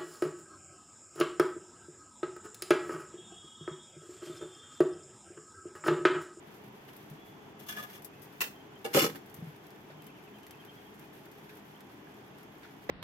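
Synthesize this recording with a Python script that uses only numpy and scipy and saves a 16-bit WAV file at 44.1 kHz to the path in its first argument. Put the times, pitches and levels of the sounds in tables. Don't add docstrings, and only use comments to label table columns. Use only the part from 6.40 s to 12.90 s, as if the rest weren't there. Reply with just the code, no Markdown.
import sys
import numpy as np
from scipy import signal
from scipy.fft import rfft, irfft, next_fast_len
from scipy.io import wavfile
from scipy.ndimage import uniform_filter1d

SR = 44100
rng = np.random.default_rng(int(sys.argv[2]) if len(sys.argv) > 2 else 0)


def store_wav(level_fs):
    pcm = np.round(np.clip(np.atleast_2d(level_fs), -1, 1) * 32767)
    wavfile.write(sys.argv[1], SR, pcm.T.astype(np.int16))


def ratio(d):
    e = np.asarray(d, float) / 20
    return 10 ** e


N = 286650


def read(points, hz):
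    f, value = np.transpose(points)
    return np.interp(np.log(hz + 1), np.log(f + 1), value)


def evened(x):
    return x / np.sqrt(np.mean(x ** 2) + 1e-20)


def unit(x):
    return x / np.linalg.norm(x)


def add(mix, s, sound):
    part = mix[..., round(s * SR):][..., :sound.shape[-1]]
    part += sound[..., :part.shape[-1]]


def diffuse(likeness):
    a, b = rfft(rng.standard_normal((2, N)))
    same = np.clip(read(likeness, np.fft.rfftfreq(N, 1 / SR)), -1, 1)
    return irfft([a, same * a + np.sqrt(1 - same ** 2) * b], N)


def coloured(x, taps):
    return signal.oaconvolve(x, taps[None], axes=1)[:, :N]


def halves(x, hz):
    return [signal.sosfilt(signal.butter(4, hz, side, fs=SR, output="sos"), x) for side in ("low", "high")]


def whistle(pitch, level):
    return level * np.sin(2 * np.pi * np.cumsum(pitch) / SR)


def response(tone, rings=(), ring_db=0.):
    hz = np.fft.fftfreq(8192, 1 / SR)
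    log_gain = read(tone, abs(hz)) * np.log(10) / 20
    body = np.exp(log_gain - 1j * signal.hilbert(log_gain).imag)
    taps, t = unit(np.fft.ifft(body).real[:4096]), np.arange(4096) / SR
    for (f, width, db), extra_db in zip(rings, ring_db * np.ones(len(rings))):
        ring = np.exp(-np.pi * width * t) * np.sin(2 * np.pi * f * t)
        taps = taps + ratio(db + extra_db) * unit(ring)
    return unit(taps)


# freq_hz, level_db per Hz
HUM = [(18, -48.5), (30, -22), (134, -1.0), (413, 1.5), (509, -7.5), (838, -4.0), (1310, -10.5),
       (3450, -16), (3830, -27.0), (6650, -26.5), (7780, -35), (9860, -46.0), (12200, -49.0), (15800, -60),
       (16500, -22)]
# freq_hz, width_hz, level_db
HUM_MODES = [(163, 9.1, -8.5), (214.8, 8, -6), (275, 210, -40), (316, 61, -9.5), (424.6, 9.6, -13),
             (760, 410, -17)]
# freq_hz, likeness
SAME = [(60, 0.9), (180, 1), (550, 0.46), (1650, -0.13), (4970, -0.039), (15000, 0.083)]


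def kitchen():
    swell = evened(uniform_filter1d(uniform_filter1d(rng.standard_normal(N), 2500), 2500))
    return ratio(-52 + 0.2 * swell) * coloured(diffuse(SAME), response(HUM, HUM_MODES, -4.0))


# time_s,
# level_db
KNEAD = [(0.0, -68.5), (0.72, -67.5), (0.92, -73), (1.16, -72), (1.23, -65.5), (1.5, -60), (1.63, -70.5),
         (1.99, -68), (2.35, -71.5), (2.62, -52), (2.73, -63.5), (2.82, -71), (2.95, -66), (3.11, -68),
         (3.87, -70.5), (4.13, -68.5), (6.04, -69), (6.5, -68)]


def kneading():
    return ratio(np.interp(np.arange(N) / SR, *np.transpose(KNEAD)))


# freq_hz, level_db per Hz
STICKY = [(880, -28), (1500, 10), (1810, 8.5), (3060, -2.5), (3310, 0.5), (3620, 1.5), (3810, -2.5),
          (7460, -10), (12400, -3), (16000, -17)]
# start_s, peak_db, dull_db re peak
SNAPS = [(0.1416, -56, -18), (0.239, -54, -15), (0.2614, -64, -19), (0.5333, -55, -9), (0.5652, -44.5, -33),
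         (0.6995, -46.5, -24), (2.86, -53, -15), (2.898, -50, -24), (3.1613, -55, -18), (3.2675, -51, -20),
         (3.3056, -58.5, -4), (3.621, -50, -18), (3.6426, -53, -20), (3.6656, -45, -34), (3.8382, -56, -16),
         (3.9853, -58, -10), (4.0326, -60, -3), (4.067, -49.5, -9), (4.1091, -46, -9), (4.25, -52.5, -10),
         (4.5526, -61, -19), (4.5945, -48.5, -21), (0.6285, -58, -22), (1.926, -56, -22),
         (4.6409, -62, -14), (4.9831, -57, -16), (5.1542, -54, -19), (4.8554, -52, -18), (4.9147, -53, -20),
         (5.1696, -54, -22), (5.407, -53, -7), (5.9838, -58, -8), (6.0312, -54, -15)]
# start_s, peak_db, dull_db re peak, peel_s
PEELS = [(0.4808, -57, -3, 0.013), (0.8494, -59, -18, 0.039), (1.6214, -45, -32, 0.0026),
         (1.6456, -33.5, -47, 0.005), (1.818, -45.5, -32, 0.015), (2.697, -54, 7, 0.0027),
         (2.756, -43, -7.5, 0.0046), (2.7755, -67, -18, 0.0018), (2.9418, -39.5, -29, 0.0024),
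         (2.9644, -54, -23, 0.007), (3.502, -74, 19, 0.0081), (4.7301, -56, -11, 0.037),
         (5.0914, -59.5, 4, 0.014), (6.2317, -72, 18.5, 0.019)]


def batter():
    snap_peel_s = 0.0011
    effort, t = kneading(), np.arange(SR // 4) / SR
    grains = ratio(0.45 * np.minimum(rng.exponential(1, N), 5)) * (rng.random(N) < 250 / SR)
    clumps = evened(signal.lfilter([1], [1, -np.exp(-1 / (0.02 * SR))], grains) + 1.5)
    bright, dull, cracks = effort * clumps, 0.67 * effort * clumps, np.zeros(N)
    for s, db, dull_db, peel in [*[(*row, snap_peel_s) for row in SNAPS], *PEELS]:
        wet_t60 = 0.052 + 4.2 * peel
        wet = ratio(-60 * np.maximum(t - peel, 0) / max(wet_t60, .005)) * (1 - np.exp(-t / (0.072 * peel)))
        burst = ratio(db - 8.5) * (wet + 0.69 * np.exp(-t / 0.002))
        add(bright, s, burst)
        add(dull, s, ratio(dull_db) * burst)
        if peel == snap_peel_s:
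            add(cracks, s, ratio(db + dull_db + 21.0) * np.hanning(5))
    low, high = halves(diffuse(SAME), 5400)
    return coloured(bright * high + 2.0 * dull * low, response(STICKY)) - cracks


def tearing():
    out, t = np.zeros((2, N)), np.arange(200) / SR
    size = kneading() * ratio(2.2 * np.minimum(rng.exponential(1, N), 3)) * (rng.random(N) < 70 / SR)
    kind = rng.integers(0, 7, N)
    for k, hz in enumerate(np.geomspace(5500, 15000, num=7)):
        tick = rng.standard_normal((2, 200)) * np.exp(-t / 0.0012)
        band = signal.butter(1, [hz * .8, hz * 1.2], "band", fs=SR, output="sos")
        tick = signal.sosfilt(band, tick)
        tick = tick / np.linalg.norm(tick[0])
        out += ratio(14.5) * signal.oaconvolve((size * (kind == k))[None], tick, axes=1)[:, :N]
    return out


# start_s, peak_db, pitch_hz, t60_s
THUDS = [
    (0.267, -47, 164, 0.091),
    (0.712, -37.5, 153, 0.15),
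    (2.987, -36.5, 154, 0.086),
    (3.023, -29, 166, 0.11),
    (3.071, -36.5, 153, 0.19),
    (3.492, -54.5, 149, 0.79),
    (4.215, -63, 200, 0.084),
]


def bowl():
    out, t = np.zeros(N), np.arange(SR // 3) / SR
    for s, db, hz, t60 in THUDS:
        overtone = 0.77 * np.sin(2 * np.pi * 1.25 * hz * t) * ratio(-60 * t / 0.061)
        ring = np.sin(2 * np.pi * hz * t) + overtone
        add(out, s, ratio(db - 60 * t / t60) * ring * (1 - np.exp(-t / 0.0042)))
    return out


# start_s, peak_db, pitch_hz, t60_s
POPS = [(3.5015, -43.5, 600, 0.026), (5.095, -51, 2450, 0.03), (4.8648, -46, 1460, 0.016),
        (5.3477, -50, 3020, 0.016), (5.4998, -52, 1050, 0.022), (5.6144, -49, 1020, 0.023),
        (5.671, -49.5, 1600, 0.028), (6.2507, -46, 1390, 0.018), (0.4898, -44.5, 2870, 0.014),
        (5.3644, -51.5, 3100, 0.024), (5.9928, -58, 3170, 0.025)]


def pops():
    out, t = np.zeros(N), np.arange(3000) / SR
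    for s, db, hz, t60 in POPS:
        note = np.sin(2 * np.pi * hz * (t + 4.3 * t ** 2)) * (1 - np.exp(-t / 0.00088))
        add(out, s, ratio(db + 3.0 - 60 * t / t60) * note)
    return out


def trill(length, db, hz):
    rise_s, pulses_per_s, dip_db, fade_db_per_s = 0.05, 15, 4, 55
    t = np.arange(0, length, 1 / SR)
    rise, late = np.minimum(t / rise_s, 1), np.maximum(t - rise_s, 0)
    dips_db = dip_db * np.sin(np.pi * pulses_per_s * late) ** 2
    level = np.sqrt(rise) * ratio(db - dips_db - fade_db_per_s * late)
    return whistle(hz * (1 - 0.035 * (1 - rise)), level)


CHIRP_S = 0.036


def chirp(db, hz, tail_db):
    tail_s = 0.03
    t = np.arange(0, CHIRP_S + tail_s, 1 / SR)
    top, tail = np.minimum(t / CHIRP_S, 1), np.clip((t - 0.75 * CHIRP_S) / tail_s, 0, 1)
    arch = 0.04 + 0.05 * (hz > 3270)
    pitch = hz * (1 - arch * (2 * top - 1) ** 2 - 0.22 * tail)
    level = np.sin(np.pi * top) + ratio(tail_db) * np.sin(np.pi * tail ** 1.6)
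    return whistle(pitch, ratio(db) * level)


# start_s, length_s, peak_db, pitch_hz
TRILLS = [
    (0.77, 0.29, -59.5, 3390),
    (1.705, 0.24, -64, 2590),
]
# centre_s, peak_db, pitch_hz, tail_db re peak
CHIRPS = [(2.168, -59, 3160, -20), (2.207, -60, 3170, -22), (2.362, -57, 3130, -22), (3.6, -58, 3130, -5),
          (3.675, -61, 3070, 1), (3.76, -62, 3040, 4), (3.855, -66, 3070, 8), (3.954, -58, 3140, -1),
          (4.038, -60, 3070, -14), (4.114, -59, 3160, 2), (4.204, -54, 3200, -1.5),
          (4.294, -53.5, 3180, -12), (4.384, -55, 3330, -14), (4.467, -57, 3270, -19),
          (4.615, -76, 3000, 15)]


def bird():
    out = np.zeros(N)
    for s, *note in TRILLS:
        add(out, s, trill(*note))
    for s, *note in CHIRPS:
        add(out, s - CHIRP_S / 2, chirp(*note))
    flutter = evened(uniform_filter1d(rng.standard_normal(N), round(0.006 * SR)))
    out = out * ratio(3 * flutter)
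    echoes = rng.standard_normal((2, 3000)) * ratio(-60 * np.arange(3000) / (.15 * SR))
    echoes = echoes / np.linalg.norm(echoes[0])
    return 0.7 * out + 0.5 * signal.oaconvolve(out[None], echoes, axes=1)[:, :N]


# freq_hz, likeness
SAME_METAL = [(60, 0.98), (180, 1), (550, 0.66), (1650, -0.48), (4970, 0.067), (15000, 0.035)]


def chatter():
    bounces = ratio(1.8 * evened(uniform_filter1d(rng.standard_normal(N), 70)))
    return np.pad(diffuse(SAME_METAL) * bounces, ((0, 0), (0, SR // 4)))


# contact_s, release_t60_s, tail_t60_s at -40 dB,
# tail growth per dB of peak, share landing at once
STRIKE_GRIP = (0.0006, 0.004, 0.04, 0, 1.2)


def steel(noise, rows, grip, tone, rings, ring_db, favour_db, tail_db, pan_db):
    contact, release, usual_t60, growth, sudden = grip
    out, t = np.zeros((2, N)), np.arange(SR // 4 if contact > .002 else SR // 20) / SR
    ring_hz, spots = np.array([ring[0] for ring in rings]), rng.standard_normal((len(rows), len(rings)))
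    plate = unit(rng.standard_normal(SR // 20) * ratio(-60 * t[:SR // 20] / 0.03))
    for (s, db, body_db, hz), spot in zip(rows, spots):
        t60 = usual_t60 * np.exp(growth * (db + 40))
        after = np.maximum(t - contact, 0)
        shape = ratio(-60 * after / max(release, .002)) + ratio(tail_db - 60 * after / max(t60, .02))
        shape = shape * (1 - np.exp(-t / (0.078 * contact)))
        blow = ratio(db - 9.5) * shape * noise[:, round(s * SR):][:, :len(t)]
        landing = sudden * np.linalg.norm(blow[0]) * (t == 0)
        gripped = [(f * (1 + 0.012 * np.tanh(v)), width * (1 + 0.2 * f / 1000), level)
                   for (f, width, level), v in zip(rings, spot[::-1])]
        near = np.exp(-(np.log2(ring_hz / hz) / .22) ** 2)
        woken_db = ring_db + 1.5 * spot + favour_db * near
        low, high = halves(response(tone, gripped, woken_db), 1290)
        high = high + 0.36 * signal.oaconvolve(high, plate)[:len(high)]
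        add(out, s, coloured(blow + landing, unit(high)))
        add(out, s, coloured(1.55 * blow + 2.0 * landing, ratio(body_db) * unit(low)))
    return out * ratio(np.array([[pan_db / 2], [-pan_db / 2]]))


# start_s, peak_db, body_db re peak, favoured_hz
RATTLE = [(1.193, -46.5, -31, 13450), (1.2244, -53, -23, 13450), (1.263, -44, -27, 13450),
          (1.285, -33.5, -22, 3400), (1.2865, -37.5, -14, 1620), (1.3194, -42, -21, 1710),
          (1.364, -37.5, -4, 1710), (1.3856, -39.5, -2.5, 1225), (1.424, -46, -1, 13450),
          (1.496, -48.5, -18, 13450), (1.5294, -46.5, -26, 13450), (1.5494, -46, -15, 13450),
          (1.5744, -60, -7, 13450)]
# start_s, peak_db, body_db re peak, favoured_hz
RATTLE_STRIKES = [(1.2908, -39, -13, 3400), (1.2973, -36, -17, 2455), (1.301, -47, -17, 5620),
                  (1.323, -34, -10, 1548), (1.3712, -39, -8, 2960), (1.3847, -39, 4, 1225),
                  (1.392, -41, -2, 1710), (1.3954, -43, -1, 1225), (1.4, -46, -4, 5620),
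                  (1.4105, -49, -10, 3400), (1.429, -38, -14, 6500), (1.4356, -44, -8, 1225)]
# freq_hz, level_db per Hz
RATTLE_TONE = [(400, -37), (900, -19), (1500, -11), (3000, 1), (6000, -9.5), (9000, -11.5), (13000, -16.5),
               (16000, -19)]
# freq_hz, width_hz, level_db
RATTLE_RINGS = [(726, 22, -4), (1225, 22, 0.5), (1548, 26, -4), (1710, 25, 3), (2455, 46, 2),
                (2960, 42, -4), (3460, 63, -1.5), (5620, 46, -10), (6500, 50, -5), (10800, 200, -11),
                (12160, 270, -12), (13450, 110, -12), (14800, 220, -22)]
# contact_s, release_t60_s, tail_t60_s at -40 dB, tail growth per dB of peak, share landing at once
RATTLE_GRIP = (0.015, 0.078, 0.26, 0.068, 0.11)


def rattle(noise):
    buzz = steel(noise, RATTLE, RATTLE_GRIP, RATTLE_TONE, RATTLE_RINGS, -9, 8, -6, 2.4)
    return buzz + steel(noise, RATTLE_STRIKES, STRIKE_GRIP, RATTLE_TONE, RATTLE_RINGS, -8, 8, -25, 2.4)


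# start_s, peak_db, body_db re peak, favoured_hz
KNOCK = [
    (2.0053, -20, -19.5, 2700),
    (2.013, -29, -21, 1420),
    (2.038, -39, -16, 3750),
    (2.062, -46, -10, 6500),
]
# start_s, peak_db, body_db re peak, favoured_hz
KNOCK_STRIKES = [
    (2.0072, -21, -9, 2700),
    (2.0125, -30, -19, 2020),
    (2.0208, -20.5, -20, 2700),
    (2.0265, -32, -8, 2700),
    (2.041, -35, -18, 3750),
]
# freq_hz, level_db per Hz
KNOCK_TONE = [(120, -55), (200, -40), (473, 12), (1420, -2), (2020, -7), (2700, 0), (3900, -2),
              (16000, -10)]
# freq_hz, width_hz, level_db
KNOCK_RINGS = [(440, 100, 2.5), (1440, 48, -12), (2020, 110, -4), (2700, 85, -0.5), (2870, 21, -9),
               (3160, 44, -9), (3750, 74, -8), (4200, 39, -16), (4480, 26, -17), (5450, 35, -20),
               (5900, 57, -18), (6800, 32, -13), (7500, 48, -28), (7900, 46, -23)]
# contact_s, release_t60_s, tail_t60_s at -40 dB, tail growth per dB of peak, share landing at once
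KNOCK_GRIP = (0.014, 0.037, 0.24, 0.0042, 0.02)


def knock(noise):
    clatter = steel(noise, KNOCK, KNOCK_GRIP, KNOCK_TONE, KNOCK_RINGS, -9, 3, -8, -1.9)
    return clatter + steel(noise, KNOCK_STRIKES, STRIKE_GRIP, KNOCK_TONE, KNOCK_RINGS, -6, 7, -25, -1.9)


# start_s, peak_db, body_db re peak, favoured_hz
TOUCH = [
    (2.445, -33, 5, 500),
    (2.4492, -31.5, -0.5, 800),
    (2.4589, -37.5, 7, 484),
    (2.5044, -51, 10, 490),
]
# freq_hz, level_db per Hz
TOUCH_TONE = [(120, -53), (200, -11), (500, 3), (1000, -23), (2800, -20), (4040, -20.5), (12600, -28.5),
              (16000, -44)]
# freq_hz, width_hz, level_db
TOUCH_RINGS = [(376, 27, -1.5), (484, 37, 1.5), (793, 11, -5.5), (1240, 29, -17), (1444, 21, -15),
               (1690, 29, -13.5), (2270, 24, -16), (2815, 29, -13), (3070, 39, -23), (3500, 96, -19)]
# contact_s, release_t60_s, tail_t60_s at -40 dB, tail growth per dB of peak, share landing at once
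TOUCH_GRIP = (0.002, 0.055, 0.19, -0.038, 0.1)


def touch(noise):
    return steel(noise, TOUCH, TOUCH_GRIP, TOUCH_TONE, TOUCH_RINGS, 1.7, 1.9, -5.0, -0.5)


# start_s, peak_db, body_db re peak, favoured_hz
DROP = [(2.533, -27.5, -16, 330), (2.539, -23, -16, 347), (2.5461, -22, 5.5, 422), (2.557, -18.5, -4, 500),
        (2.5686, -18.5, 1, 550), (2.584, -18, -29, 423), (2.5938, -18, -28, 2890), (2.6154, -20.5, 0, 346),
        (2.6308, -28.5, -1, 285), (2.641, -22.5, -1.5, 420), (2.658, -35.5, 4, 207), (2.6694, -39, -4, 275),
        (2.69, -51.5, 15, 285), (2.748, -48, 13, 317)]
# start_s, peak_db, body_db re peak, favoured_hz
DROP_STRIKES = [(2.5474, -23.5, 13.5, 422), (2.5519, -18.5, 1, 3480), (2.555, -22, 9, 476),
                (2.5713, -28, 1, 548), (2.5792, -24, 11, 1280), (2.592, -29, -5, 2890),
                (2.599, -21, -17, 4930), (2.607, -15, -2, 2890), (2.621, -25, 0, 5330),
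                (2.627, -32, -7, 2890), (2.6402, -23.5, 6, 2890), (2.6452, -22.5, 3.5, 342),
                (2.6635, -31, 5, 285), (2.678, -35, 5, 216)]
# freq_hz, level_db per Hz
DROP_TONE = [(35, -37), (60, -4), (146, -44), (238, 4), (417, 3), (946, -6.5), (1280, -8.5), (1780, -10.5),
             (2970, -14.5), (3850, -20.5), (12400, -20), (16000, -36)]
# freq_hz, width_hz, level_db
DROP_RINGS = [(160.2, 10.4, 7.5), (216, 11, -2), (285, 25, 0), (342, 25, 5), (422, 31, 5.5), (476, 23, 2.5),
              (548, 22, -0.5), (793, 26, -0.5),
              (1104, 37, -4), (1280, 22, 0), (2190, 42, -10), (2360, 13, -11), (2890, 80, -6.5),
                (3480, 50, -4.5), (4250, 33, -8), (4660, 46, -6.5), (4930, 29, -14), (5330, 16, -6.5),
                (5630, 39, -8.5), (6510, 180, -6), (7260, 18, -10.5), (8150, 33, -19)]
# contact_s, release_t60_s, tail_t60_s at -40 dB, tail growth per dB of peak, share landing at once
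DROP_GRIP = (0.009, 0.064, 0.42, -0.033, 0.16)


def drop(noise):
    lid = DROP_RINGS
    wobble = steel(noise, DROP, DROP_GRIP, DROP_TONE, lid, -14.0, 19.4, -14.0, -0.88)
    return wobble + steel(noise, DROP_STRIKES, STRIKE_GRIP, DROP_TONE, lid, -3.0, 14.0, -36.0, -0.97)


# start_s, peak_db, body_db re peak, favoured_hz
SLAM = [
    (6.4905, -21, -3, 1900),
    (6.4945, -21, 5, 500),
]
# freq_hz, level_db per Hz
SLAM_TONE = [(60, -5), (300, -7), (500, 20), (1900, -20), (5000, -17), (7500, -33), (12000, -50),
             (16000, -42)]
# freq_hz, width_hz, level_db
SLAM_RINGS = [(386, 76, 2), (1200, 110, -11), (1720, 91, -19), (1860, 90, -11), (2960, 100, -30)]


def slam(noise):
    return steel(noise, SLAM, KNOCK_GRIP, SLAM_TONE, SLAM_RINGS, -2.4, 5.0, -39.0, -1.3)


def scene():
    noise = chatter()
    metal = rattle(noise) + knock(noise) + touch(noise) + drop(noise) + slam(noise)
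    metal = halves(metal, 144)[1]
    wet = ratio(0.5) * batter() + tearing() + pops()
    return kitchen() + wet + bowl() + bird() + ratio(-3.5) * metal


def band_limit(x):
    return signal.sosfilt(signal.butter(12, 16690, fs=SR, output="sos"), x)


# freq_hz, left_minus_right_db
PORTS = [(60, -9), (110, 1.5), (200, 1.5), (380, 2.5), (700, -1.5), (1290, -0.5), (2380, -0.5),
         (4400, -1.5), (8120, -2), (15000, 20)]


def record(dry):
    size = next_fast_len(N + 4096)
    hz = np.fft.rfftfreq(size, 1 / SR)
    tilt_db = read(PORTS, hz) / 2
    peak_db = 4.2 * np.exp(-np.maximum(hz - 11600, 0) / 1500)
    peak_db = peak_db / (1 + np.exp(np.minimum((11500 - hz) / 80, 50)))
    bass_cut = 1 / np.sqrt(1 + (50 / (hz + 1)) ** 8)
    edges = ratio(peak_db) * bass_cut * np.where(hz < 16030, 1, ratio(-37.0))
    longer = np.pad(dry, ((0, 0), (2048, size - N - 2048)), mode="reflect")
    gains = edges * ratio(np.array([tilt_db, -tilt_db]))
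    mics = irfft(rfft(longer) * gains, size)[:, 2048:2048 + N]
    mics = .32 * np.tanh(mics / .32)
    return band_limit(mics)


dry = scene()
out = record(dry)
store_wav(out)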